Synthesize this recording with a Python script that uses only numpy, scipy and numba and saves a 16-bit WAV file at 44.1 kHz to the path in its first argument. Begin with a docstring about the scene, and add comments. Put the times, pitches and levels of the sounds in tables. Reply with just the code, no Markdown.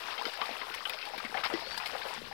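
"""Sheet-lined pond outdoors: small fish feed at the surface, over a steady patter of churned water.
Slaps and spray are decaying band noise; gulps, bubbles, drops and thrashing are decaying, sliding sines.
Churned water adds drops, dry ticks and flickering noise. Mist and a light, rising wind are shaped noise.
A small bird whistles once, a gliding sine.
The left microphone faces the pond; the right is nearly blocked and hears it faintly, over its own hiss."""
import sys
import numpy as np
from scipy import signal
from scipy.fft import rfft, irfft, next_fast_len
from scipy.io import wavfile
from numba import njit

SR = 44100
rng = np.random.default_rng(int(sys.argv[2]) if len(sys.argv) > 2 else 0)


def digitize_waveform(pressure):
    """Quantize a signal to 16-bit integers and store it at the path in sys.argv[1].

    Rows of a 2-D input are taken as channels; values are limited to [-1, 1].
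    """
    field = np.atleast_2d(pressure).T
    bounded = np.clip(field, -1, 1)
    quanta = np.round(bounded * 32767).astype(np.int16)
    wavfile.write(sys.argv[1], SR, quanta)


N = 102753

# All table levels are relative; each source adds its own gain.
# larger bubbles trapped by mouths and tails: (time [s], pitch [Hz], level [dB], nominal ring time [s])
BUBBLES = [(0.0793, 1473, -29, 0.04), (0.1287, 1034, -32, 0.024), (0.1776, 2098, -33, 0.033),
           (0.1796, 3107, -30, 0.049), (0.1856, 1309, -29, 0.018), (0.1896, 817, -28, 0.025),
           (0.2115, 995, -24, 0.034), (0.2424, 471, -36, 0.04), (0.2519, 1362, -28, 0.027),
           (0.2519, 2098, -33, 0.019), (0.2529, 2987, -32, 0.039), (0.2674, 3635, -34, 0.034),
           (0.2705, 4977, -30, 0.01), (0.2764, 597, -37, 0.03), (0.2834, 480, -35, 0.03),
           (0.2938, 2872, -34, 0.021), (0.4146, 1119, -19, 0.03), (0.4151, 2987, -29, 0.02),
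           (0.4255, 1164, -29, 0.03), (0.4195, 900, -26, 0.02), (0.4415, 1164, -33, 0.02),
           (0.458, 4424, -30, 0.01), (0.4899, 698, -27, 0.035), (0.507, 560, -33, 0.015),
           (0.5108, 3932, -36, 0.018), (0.6151, 1593, -31, 0.021), (0.6311, 1034, -28, 0.021),
           (0.7114, 1473, -32, 0.051), (0.7398, 2098, -31, 0.028), (0.8531, 1532, -29, 0.027),
           (0.8531, 2987, -23, 0.03), (0.8635, 1259, -31, 0.034), (0.895, 2455, -29, 0.031),
           (1.0257, 2553, -29, 0.035), (1.0721, 817, -32, 0.063), (1.1344, 786, -29, 0.04),
           (1.1778, 2269, -30, 0.024), (1.1983, 1593, -31, 0.024), (1.1998, 1210, -31, 0.037),
           (1.2477, 2182, -28, 0.027), (1.2626, 2017, -33, 0.016), (1.3424, 1724, -26, 0.03),
           (1.3464, 755, -23, 0.054), (1.3679, 671, -34, 0.058), (1.3684, 2098, -30, 0.021),
           (1.3784, 1259, -28, 0.016), (1.4068, 1532, -30, 0.022), (1.4108, 671, -34, 0.034),
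           (1.4345, 1259, -24, 0.03), (1.4382, 3635, -30, 0.028), (1.4517, 5000, -23, 0.01),
           (1.4578, 919, -23, 0.022), (1.4435, 1300, -24, 0.02), (1.4632, 3107, -33, 0.025),
           (1.4995, 919, -24, 0.012), (1.5066, 1259, -32, 0.04), (1.5101, 646, -30, 0.025),
           (1.5365, 345, -19, 0.036), (1.537, 1939, -31, 0.06), (1.7086, 1657, -32, 0.019),
           (1.7425, 1657, -28, 0.024), (1.7535, 3107, -35, 0.021), (1.773, 1657, -31, 0.049),
           (1.7745, 900, -27, 0.025), (1.778, 4786, -27, 0.012), (1.7994, 1034, -30, 0.022),
           (1.8009, 2455, -33, 0.031), (1.8588, 2098, -29, 0.031), (1.8588, 4254, -31, 0.018),
           (1.9326, 490, -35, 0.04), (1.9476, 1210, -30, 0.022), (1.9496, 817, -29, 0.042),
           (2.0169, 3635, -36, 0.021), (2.0184, 1657, -30, 0.027), (2.0513, 552, -34, 0.052),
           (2.0833, 2553, -31, 0.022), (2.1072, 995, -29, 0.028), (2.312, 800, -32, 0.03)]
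# deep gulps: (time [s], level [dB], pitch [Hz])
GULPS = [(0.2635, -32, 390), (0.434, -50, 360), (0.507, -43, 285), (0.615, -47, 355), (0.702, -42, 385),
         (1.151, -45, 360), (1.176, -42, 330), (1.245, -37, 220), (1.294, -46, 330), (1.495, -42, 398),
         (1.5375, -42, 200), (1.729, -50, 296), (2.161, -43, 420), (2.176, -43, 210), (2.216, -39, 390),
         (2.268, -47, 400)]
GULP_CYCLES, ATTACK_CYCLES, BUBBLE_RISE_PER_CYCLE, NEIGHBOUR_GAIN = 4.5, .45, .0012, .35
BUBBLE_DELAY_S, BUBBLE_RING_SHARE, POP_DB, POP_CYCLES, BUBBLE_SLIDE = .0013, .8, 2.5, 3.5, .008
GULP_FLOOR_HZ = 185
# tail slaps on the surface: (time [s], level [dB], centre [Hz])
SLAPS = [(0.1047, -33, 3500), (0.1795, -32, 3090), (0.2535, -25, 3200), (0.3356, -33, 1600),
         (0.3745, -33, 2050), (0.4155, -23, 2200), (0.4913, -32, 2850), (0.5117, -30, 2400),
         (0.6155, -30, 1560), (0.7407, -27, 2490), (0.853, -29, 2400), (0.8959, -26, 2800),
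         (0.9348, -28, 3200), (0.9872, -30, 3000), (1.0126, -33, 2840), (1.054, -30, 3000),
         (1.1608, -33, 2460), (1.1787, -29, 2800), (1.1992, -36, 1540), (1.2486, -27, 2200),
         (1.3428, -29, 1730), (1.3718, -27, 1900), (1.4381, -25, 3200), (1.446, -28, 2000),
         (1.461, -30, 3000), (1.5005, -30, 1660), (1.5375, -30, 4500), (1.6072, -32, 3430),
         (1.7085, -33, 4540), (1.7444, -30, 1660), (1.7774, -25, 4500), (1.7998, -30, 1670),
         (1.8592, -25, 3000), (2.0168, -31, 2400), (2.138, -32, 5000), (2.1789, -32, 2400),
         (2.2513, -37, 2400)]
SLAP_WIDTH_OCT, SLAP_CRACK_DB, SLAP_T60_S = 1.3, -1.5, .07
SLAP_NOISE_DB, SLAP_CLOUD_DB, SLAP_FLOOR_HZ = -2.5, -7, 300
BURST_GRAIN_DB, CRACK_HEIGHT = 2.5, 2.2  # slaps and spray
# longer thrashing of several fish: (start [s], length [s], level [dB], centre [Hz])
THRASHES = [(.245, .06, -36, 1500), (.85, .12, -37, 800), (1.34, .08, -32, 1500), (1.432, .048, -27, 2000),
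            (1.5, .04, -34, 1100), (1.92, .06, -36, 1000), (2.04, .07, -36, 1500), (2.135, .03, -36, 4800),
            (1.38, .05, -38, 3500)]
THRASH_WIDTH_OCT = .8
# bursts of fine spray: (time [s], level [dB], centre [Hz], decay to -60 dB [s])
SPRAY = [(0.3356, -45, 9550, 0.09), (0.3726, -46, 9150, 0.09), (0.4564, -45, 8770, 0.09),
         (0.5716, -44, 9060, 0.09), (0.7407, -43, 12000, 0.04), (0.7482, -38, 8600, 0.06),
         (0.8759, -42, 9570, 0.04), (0.8954, -28, 12500, 0.028), (1.054, -45, 8870, 0.09),
         (1.0874, -47, 7670, 0.09), (1.1473, -52, 10000, 0.09), (1.1782, -39, 10800, 0.07),
         (1.2486, -48, 6940, 0.09), (1.4381, -42, 9440, 0.25), (1.5, -46, 8040, 0.09),
         (1.5329, -43, 9070, 0.04), (1.5988, -47, 9420, 0.09), (1.7719, -38, 13000, 0.03),
         (1.778, -35, 9000, 0.06), (1.8592, -37, 9920, 0.15), (1.9829, -45, 11100, 0.09),
         (2.0787, -43, 9000, 0.15), (2.139, -38, 6980, 0.06)]
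SPRAY_WIDTH_OCT = 1.1
# activity of the shoal: (time [s], churned water level [dB], fine mist level [dB])
ACTIVITY = [(0.0, -42, -62), (0.15, -42, -62), (0.52, -43, -62), (1.06, -44, -65), (1.3, -45, -64),
            (1.59, -42, -63), (1.97, -42, -62), (2.06, -43, -62), (2.21, -46, -67), (2.33, -46, -67)]
# churned water spectrum: (frequency [Hz], density [dB per Hz])
CHURN_SPECTRUM = [(88, -49), (150, -19), (272, -13), (470, -1), (579, -6), (812, -1), (1250, -2),
                  (1400, -3), (2580, -4), (5300, -8), (7000, -28), (9100, -58), (15400, -120)]
DROPS_PER_S, DROP_CYCLES, DROP_SPREAD_DB, DROP_RISE_PER_CYCLE = 1000, 14.0, 3.3, .008
TICKS_PER_S, TICK_SPREAD_DB, TICK_LOW_HZ = 600, 3.6, 2600  # rate before clumping
DROPS_DB, WASH_DB, TICKS_DB = -3.5, -5, -16
# fine mist spectrum: (frequency [Hz], density [dB per Hz])
MIST_SPECTRUM = [(3410, -30), (5800, 0), (6080, -4), (6820, -8), (9370, -6), (15100, -11), (16000, -15)]
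# bird whistle: (time [s], pitch [Hz], level [dB])
WHISTLE = [(1.635, 4200, -58), (1.647, 4300, -50), (1.687, 4469, -50), (1.693, 4493, -54),
           (1.727, 4552, -46), (1.752, 4560, -50), (1.768, 4500, -62)]
# wind on the microphone: (time [s], level [dB])
WIND = [(0.0, -75), (0.21, -78), (1.12, -75), (1.15, -67), (1.49, -72), (1.52, -63), (1.65, -72),
        (1.69, -62), (1.78, -69), (2.12, -69), (2.2, -62), (2.33, -66)]
# wind spectrum: (frequency [Hz], density [dB per Hz])
WIND_SPECTRUM = [(24, -31), (42, -6), (62, 2), (95, -4), (260, -3), (340, -31), (570, -120)]
ECHO_DB, ECHO_T60_S = -9, .12
TOP_HZ, WATER_TOP_DB = 5600, -17  # water is quieter above TOP_HZ; spray is cut below it
RIGHT_DIRECT_DB, RIGHT_DIRECT_HZ, RIGHT_SCATTER_DB, RIGHT_SCATTER_HZ = -31.5, 900, -36, 600
RIGHT_WASH_DB, RIGHT_HISS_DB = -31.5, -72
# hiss of the right microphone: (frequency [Hz], density [dB per Hz])
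RIGHT_HISS_SPECTRUM = [(10, -20), (20, -4), (80, -5), (120, -14), (300, -14), (3000, -16), (8000, -18),
                       (15500, -9)]
# steady offset, one row per channel: (offset [full scale])
OFFSET = [
    [-.00061],
    [-.00053],
]
CUTOFF_HZ = 15850


def bubbles():
    """Bubbles and gulps: a short pop at the start, a sliding ring, two neighbours beating against it."""
    gulps = [(s, hz, db + 6, GULP_CYCLES / hz) for s, db, hz in GULPS]
    s, hz, db, ring_s = np.transpose(list(BUBBLES) + gulps)
    s, t60 = s + BUBBLE_DELAY_S, 2 * BUBBLE_RING_SHARE * ring_s
    chance = rng.random((len(s), 5))
    wander = BUBBLE_SLIDE * (chance[:, 0] - .5) * np.minimum(1, 8.0 / (hz * ring_s))
    slide = BUBBLE_RISE_PER_CYCLE + wander
    out = ring(s, hz, amp(db), t60, slide, ATTACK_CYCLES)
    out += ring(s, hz, amp(db + POP_DB), POP_CYCLES / hz, slide, ATTACK_CYCLES / 3)
    for side, late, apart in ((1, chance[:, 1], chance[:, 2]), (-1, chance[:, 3], chance[:, 4])):
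        near_s = s + .25 * late * ring_s
        near_hz = hz * (1 + side * (.07 + .16 * apart))
        out += NEIGHBOUR_GAIN * ring(near_s, near_hz, amp(db), t60, slide, ATTACK_CYCLES)
    return out


def slaps():
    """Tail slaps: noise bursts, the bubble clouds they free, and thrashing."""
    rows = [(*row, SLAP_T60_S) for row in SLAPS]
    noise = amp(SLAP_NOISE_DB) * bursts(rows, SLAP_WIDTH_OCT, SLAP_CRACK_DB)
    return noise + slap_clouds() + thrashing()


def slap_clouds(count=10):
    """Each slap frees a fading cloud of bubbles round its centre."""
    s, db, hz = np.array(SLAPS).T[..., None]
    chance = rng.random((len(SLAPS), count, 2))
    late = .4 * SLAP_T60_S * chance[..., 0] ** 2
    pitch_hz = hz * 2 ** (SLAP_WIDTH_OCT * (chance[..., 1] - .6))
    return small_bubbles(s + late, pitch_hz, db + SLAP_CLOUD_DB - 60 * late / SLAP_T60_S)


def thrashing(count=60):
    """A dense, wide cloud of bubbles that swells and ebbs."""
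    s, length, db, hz = np.array(THRASHES).T[..., None]
    when = rng.random((2, len(THRASHES), count)).mean(0)  # densest midway
    octaves = THRASH_WIDTH_OCT * rng.standard_normal((len(THRASHES), count))
    pitch_hz = np.clip(hz * 2 ** octaves, 550, 6000)
    return small_bubbles(s + length * when, pitch_hz, db + 0 * when)


def spray():
    """Fine spray: bright noise bursts, only the top kept."""
    return steep(amp(-3) * bursts(SPRAY, SPRAY_WIDTH_OCT, crack_db=-1.5), TOP_HZ, "high")


def bursts(rows, width_oct, crack_db):
    """Each burst: a crack, then lumpy noise that dies away, coloured round its centre."""
    out, white = np.zeros(N), rng.standard_normal(N + SR) * .3
    white[:N] *= amp(BURST_GRAIN_DB * drift(150))
    for s, db, hz, t60 in rows:
        t = np.arange(int(t60 * SR)) / SR
        i = int(s * SR)
        crack = 1 + amp(crack_db) * np.exp(-t / .0006)
        push = white[i:i + len(t)] * amp(-60 * t / t60) * crack
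        push[0] += CRACK_HEIGHT
        low, high = hz * 2 ** (-width_oct / 2), hz * 2 ** (width_oct / 2)
        level = amp(db + 6) * np.sqrt(SR / 2 / (high - low))  # offsets the loss to the band
        add(out, s, level * band(push, low, high))
    return out


def churned_water(churn_db):
    """Patter of drops, flickering wash and ticks, following the shoal's activity."""
    wash = patchy_noise(CHURN_SPECTRUM, patchy_db=2.2, rate_hz=9.0, low_hz=170, count=11)
    mix = amp(DROPS_DB) * drops() + amp(WASH_DB) * wash + amp(TICKS_DB) * ticks()
    return amp(churn_db + 6) * mix


def drops(count=2400):
    """Countless small drops and bubbles, in clumps, at random pitches; rms 1."""
    crowd, chance = np.cumsum(amp(3.5 * drift(9))), rng.random((count, 2))
    born = np.arange(count) < DROPS_PER_S * N / SR
    hz = 400 * 14 ** (chance[:, 1] ** .58)
    s = np.searchsorted(crowd, chance[:, 0] * crowd[-1]) / SR
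    db = at_hz(CHURN_SPECTRUM, hz) + 9 * np.log10(hz)
    return rms_one(small_bubbles(s, hz, np.where(born, db, -1000)))


def ticks():
    """Droplets strike the surface in clumps: dry, bright ticks; rms 1."""
    sizes = amp(TICK_SPREAD_DB * np.minimum(rng.exponential(1, N), 4.0)) * rng.choice([-1, 1], N)
    born = rng.random(N) < TICKS_PER_S * amp(5.0 * drift(14)) / SR
    dealt = rng.integers(0, 6, N)
    out = np.zeros(N)
    for k, hz in enumerate(np.geomspace(TICK_LOW_HZ, 7000, 6)):
        out += band(sizes * born * (dealt == k) + 1e-18, hz / 1.5, hz * 1.8)
    return rms_one(out)


def mist(mist_db):
    """Fine mist: flickering treble noise, following the shoal's activity."""
    return amp(mist_db + 8) * patchy_noise(MIST_SPECTRUM, patchy_db=1.6, rate_hz=12.0, low_hz=5000, count=4)


def bird():
    """One thin gliding whistle: a sine of changing pitch and level."""
    hz, db = in_time(WHISTLE)
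    first_s, last_s = WHISTLE[0][0], WHISTLE[-1][0]
    on, = in_time([(first_s - .005, 0), (first_s, 1), (last_s, 1), (last_s + .005, 0)])
    return np.sqrt(2) * amp(db + 6) * on * np.sin(2 * np.pi * np.cumsum(hz) / SR)


def wind():
    """Wind on the microphone: low noise of wandering level."""
    return amp(in_time(WIND)[0] + 9 + 2.5 * drift(8.0)) * coloured(WIND_SPECTRUM)


def right_microphone(pond, churn_db):
    """Nearly blocked: dull direct sound, scatter, churned water from elsewhere in the pond, hiss."""
    hz = np.arange(N // 2 + 1) * SR / N
    direct = irfft(rfft(pond) / (1 + (hz / RIGHT_DIRECT_HZ) ** 2), N)
    scatter = band(scattered(pond, t60=.05), RIGHT_SCATTER_HZ, 7000)
    wash = band(coloured(CHURN_SPECTRUM), RIGHT_SCATTER_HZ, 8000)
    out = amp(RIGHT_DIRECT_DB) * direct + amp(RIGHT_SCATTER_DB) * scatter
    out += amp(RIGHT_WASH_DB + churn_db + 6) * wash
    return out + amp(RIGHT_HISS_DB) * coloured(RIGHT_HISS_SPECTRUM)


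def scattered(x, t60):
    """Echoes off the pond walls and trees: a short dying scatter of unit energy."""
    t = np.arange(SR // 2) / SR
    tail = rng.standard_normal(len(t)) * amp(-60 * t / t60) * np.minimum(t / .003, 1)
    return signal.fftconvolve(x, tail / np.sqrt(np.sum(tail ** 2)))[:N]


def small_bubbles(s, hz, db):
    """Small bubbles of uneven strength and length, most of them rising in pitch."""
    chance = rng.random(s.shape + (3,))
    gain = amp(db - DROP_SPREAD_DB * (1 + np.log(chance[..., 0] + .02)))
    t60 = DROP_CYCLES * (.4 + 1.4 * chance[..., 1]) / hz
    rise = DROP_RISE_PER_CYCLE * (3 * chance[..., 2] - 1)
    return ring(s.ravel(), hz.ravel(), gain.ravel(), t60.ravel(), rise.ravel(), ATTACK_CYCLES)


def ring(start, hz, gain, t60, rise, attack_cycles):
    """Each bubble swells, rings and slides in pitch as it dies."""
    return ring_loop(np.column_stack([start, hz, gain, t60, rise]), float(attack_cycles), N, SR)


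@njit
def ring_loop(rows, attack_cycles, size, rate):
    """Decaying sines; rows of start [s], pitch [Hz], gain, T60 [s] and pitch rise per cycle."""
    out = np.zeros(size)
    for start, hz, gain, t60, rise in rows:
        i = max(int(start * rate), 0)
        fade, swell = 1000. ** (-1 / rate / t60), np.exp(-hz / rate / attack_cycles)
        rest = 1.
        for j in range(min(int(t60 * rate * .7), size - i) if gain > 0 else 0):
            cycles = hz * j / rate
            out[i + j] += gain * (1 - rest) * np.sin(2 * np.pi * cycles * (1 + rise * cycles / 2))
            gain, rest = gain * fade, rest * swell
    return out


def patchy_noise(spectrum, patchy_db, rate_hz, low_hz, count):
    """Half-octave bands that flicker partly together, partly alone; rms 1."""
    noise, together, out = [coloured(spectrum), coloured(spectrum)], drift(rate_hz), 0
    for k, low in enumerate(low_hz * 2 ** (np.arange(count) / 2)):
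        flicker = amp(patchy_db * (.7 * together + drift(rate_hz)))
        out = out + flicker * band(noise[k % 2], low, low * np.sqrt(2))
    return rms_one(out)


def coloured(spectrum):
    """Smooth noise of a given spectrum; rms 1."""
    size = next_fast_len(N)
    hz = np.arange(1, size // 2 + 2) * SR / size
    return rms_one(irfft(rfft(rng.standard_normal(size)) * amp(at_hz(spectrum, hz)), size)[:N])


def drift(rate_hz):
    """Slow random wander, spread 1: noise through two equal poles, at SR / 40."""
    r = np.exp(-80 * np.pi * rate_hz / SR)
    slow = signal.lfilter([1], [1, -2 * r, r * r], rng.standard_normal(N // 40 + 2002))[2000:]
    return np.interp(np.arange(N) / 40, np.arange(len(slow)), rms_one(slow))


def band(x, low_hz, high_hz):
    """Gentle band-pass."""
    high_hz = min(high_hz, .45 * SR)
    return signal.sosfilt(signal.butter(2, [low_hz, high_hz], "band", fs=SR, output="sos"), x)


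def steep(x, hz, kind, order=14):
    """Steep low- or high-pass."""
    return signal.sosfilt(signal.butter(order, hz, kind, fs=SR, output="sos"), x)


def amp(db):
    """Amplitude of a level in dB."""
    return 10 ** (np.asarray(db) / 20)


def rms_one(x):
    """Scale to rms 1."""
    return x / np.sqrt(np.mean(x ** 2) + 1e-20)


def in_time(rows):
    """Columns of a table, joined by lines in time."""
    s, *columns = np.transpose(rows)
    return [np.interp(np.arange(N) / SR, s, c) for c in columns]


def at_hz(points, hz):
    """Spectrum level [dB], joined by lines over log frequency."""
    return np.interp(np.log(hz), np.log(np.array(points)[:, 0]), np.array(points)[:, 1])


def add(out, s, sound):
    """Mix a sound in at a time [s]."""
    i = max(int(s * SR), 0)
    out[i:i + len(sound)] += sound[:N - i]


def scene():
    """Fish with their echoes, churned water, mist, spray, bird and wind at two microphones."""
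    churn_db, mist_db = in_time(ACTIVITY)
    fish = steep(bubbles(), GULP_FLOOR_HZ, "high", order=4) + steep(slaps(), SLAP_FLOOR_HZ, "high")
    wet = fish + amp(ECHO_DB) * scattered(fish, ECHO_T60_S) + churned_water(churn_db)
    water = steep(wet, TOP_HZ, "low") + amp(WATER_TOP_DB) * steep(wet, TOP_HZ, "high")
    pond = water + mist(mist_db) + spray() + bird()
    return np.array([pond + wind(), right_microphone(pond, churn_db)])


def record(dry):
    """Cut the top with a steep low-pass, then add a small steady offset."""
    cut = signal.ellip(12, .5, 70, CUTOFF_HZ, fs=SR, output="sos")
    return signal.sosfilt(cut, dry) + np.array(OFFSET)


dry = scene()
out = record(dry)
digitize_waveform(out)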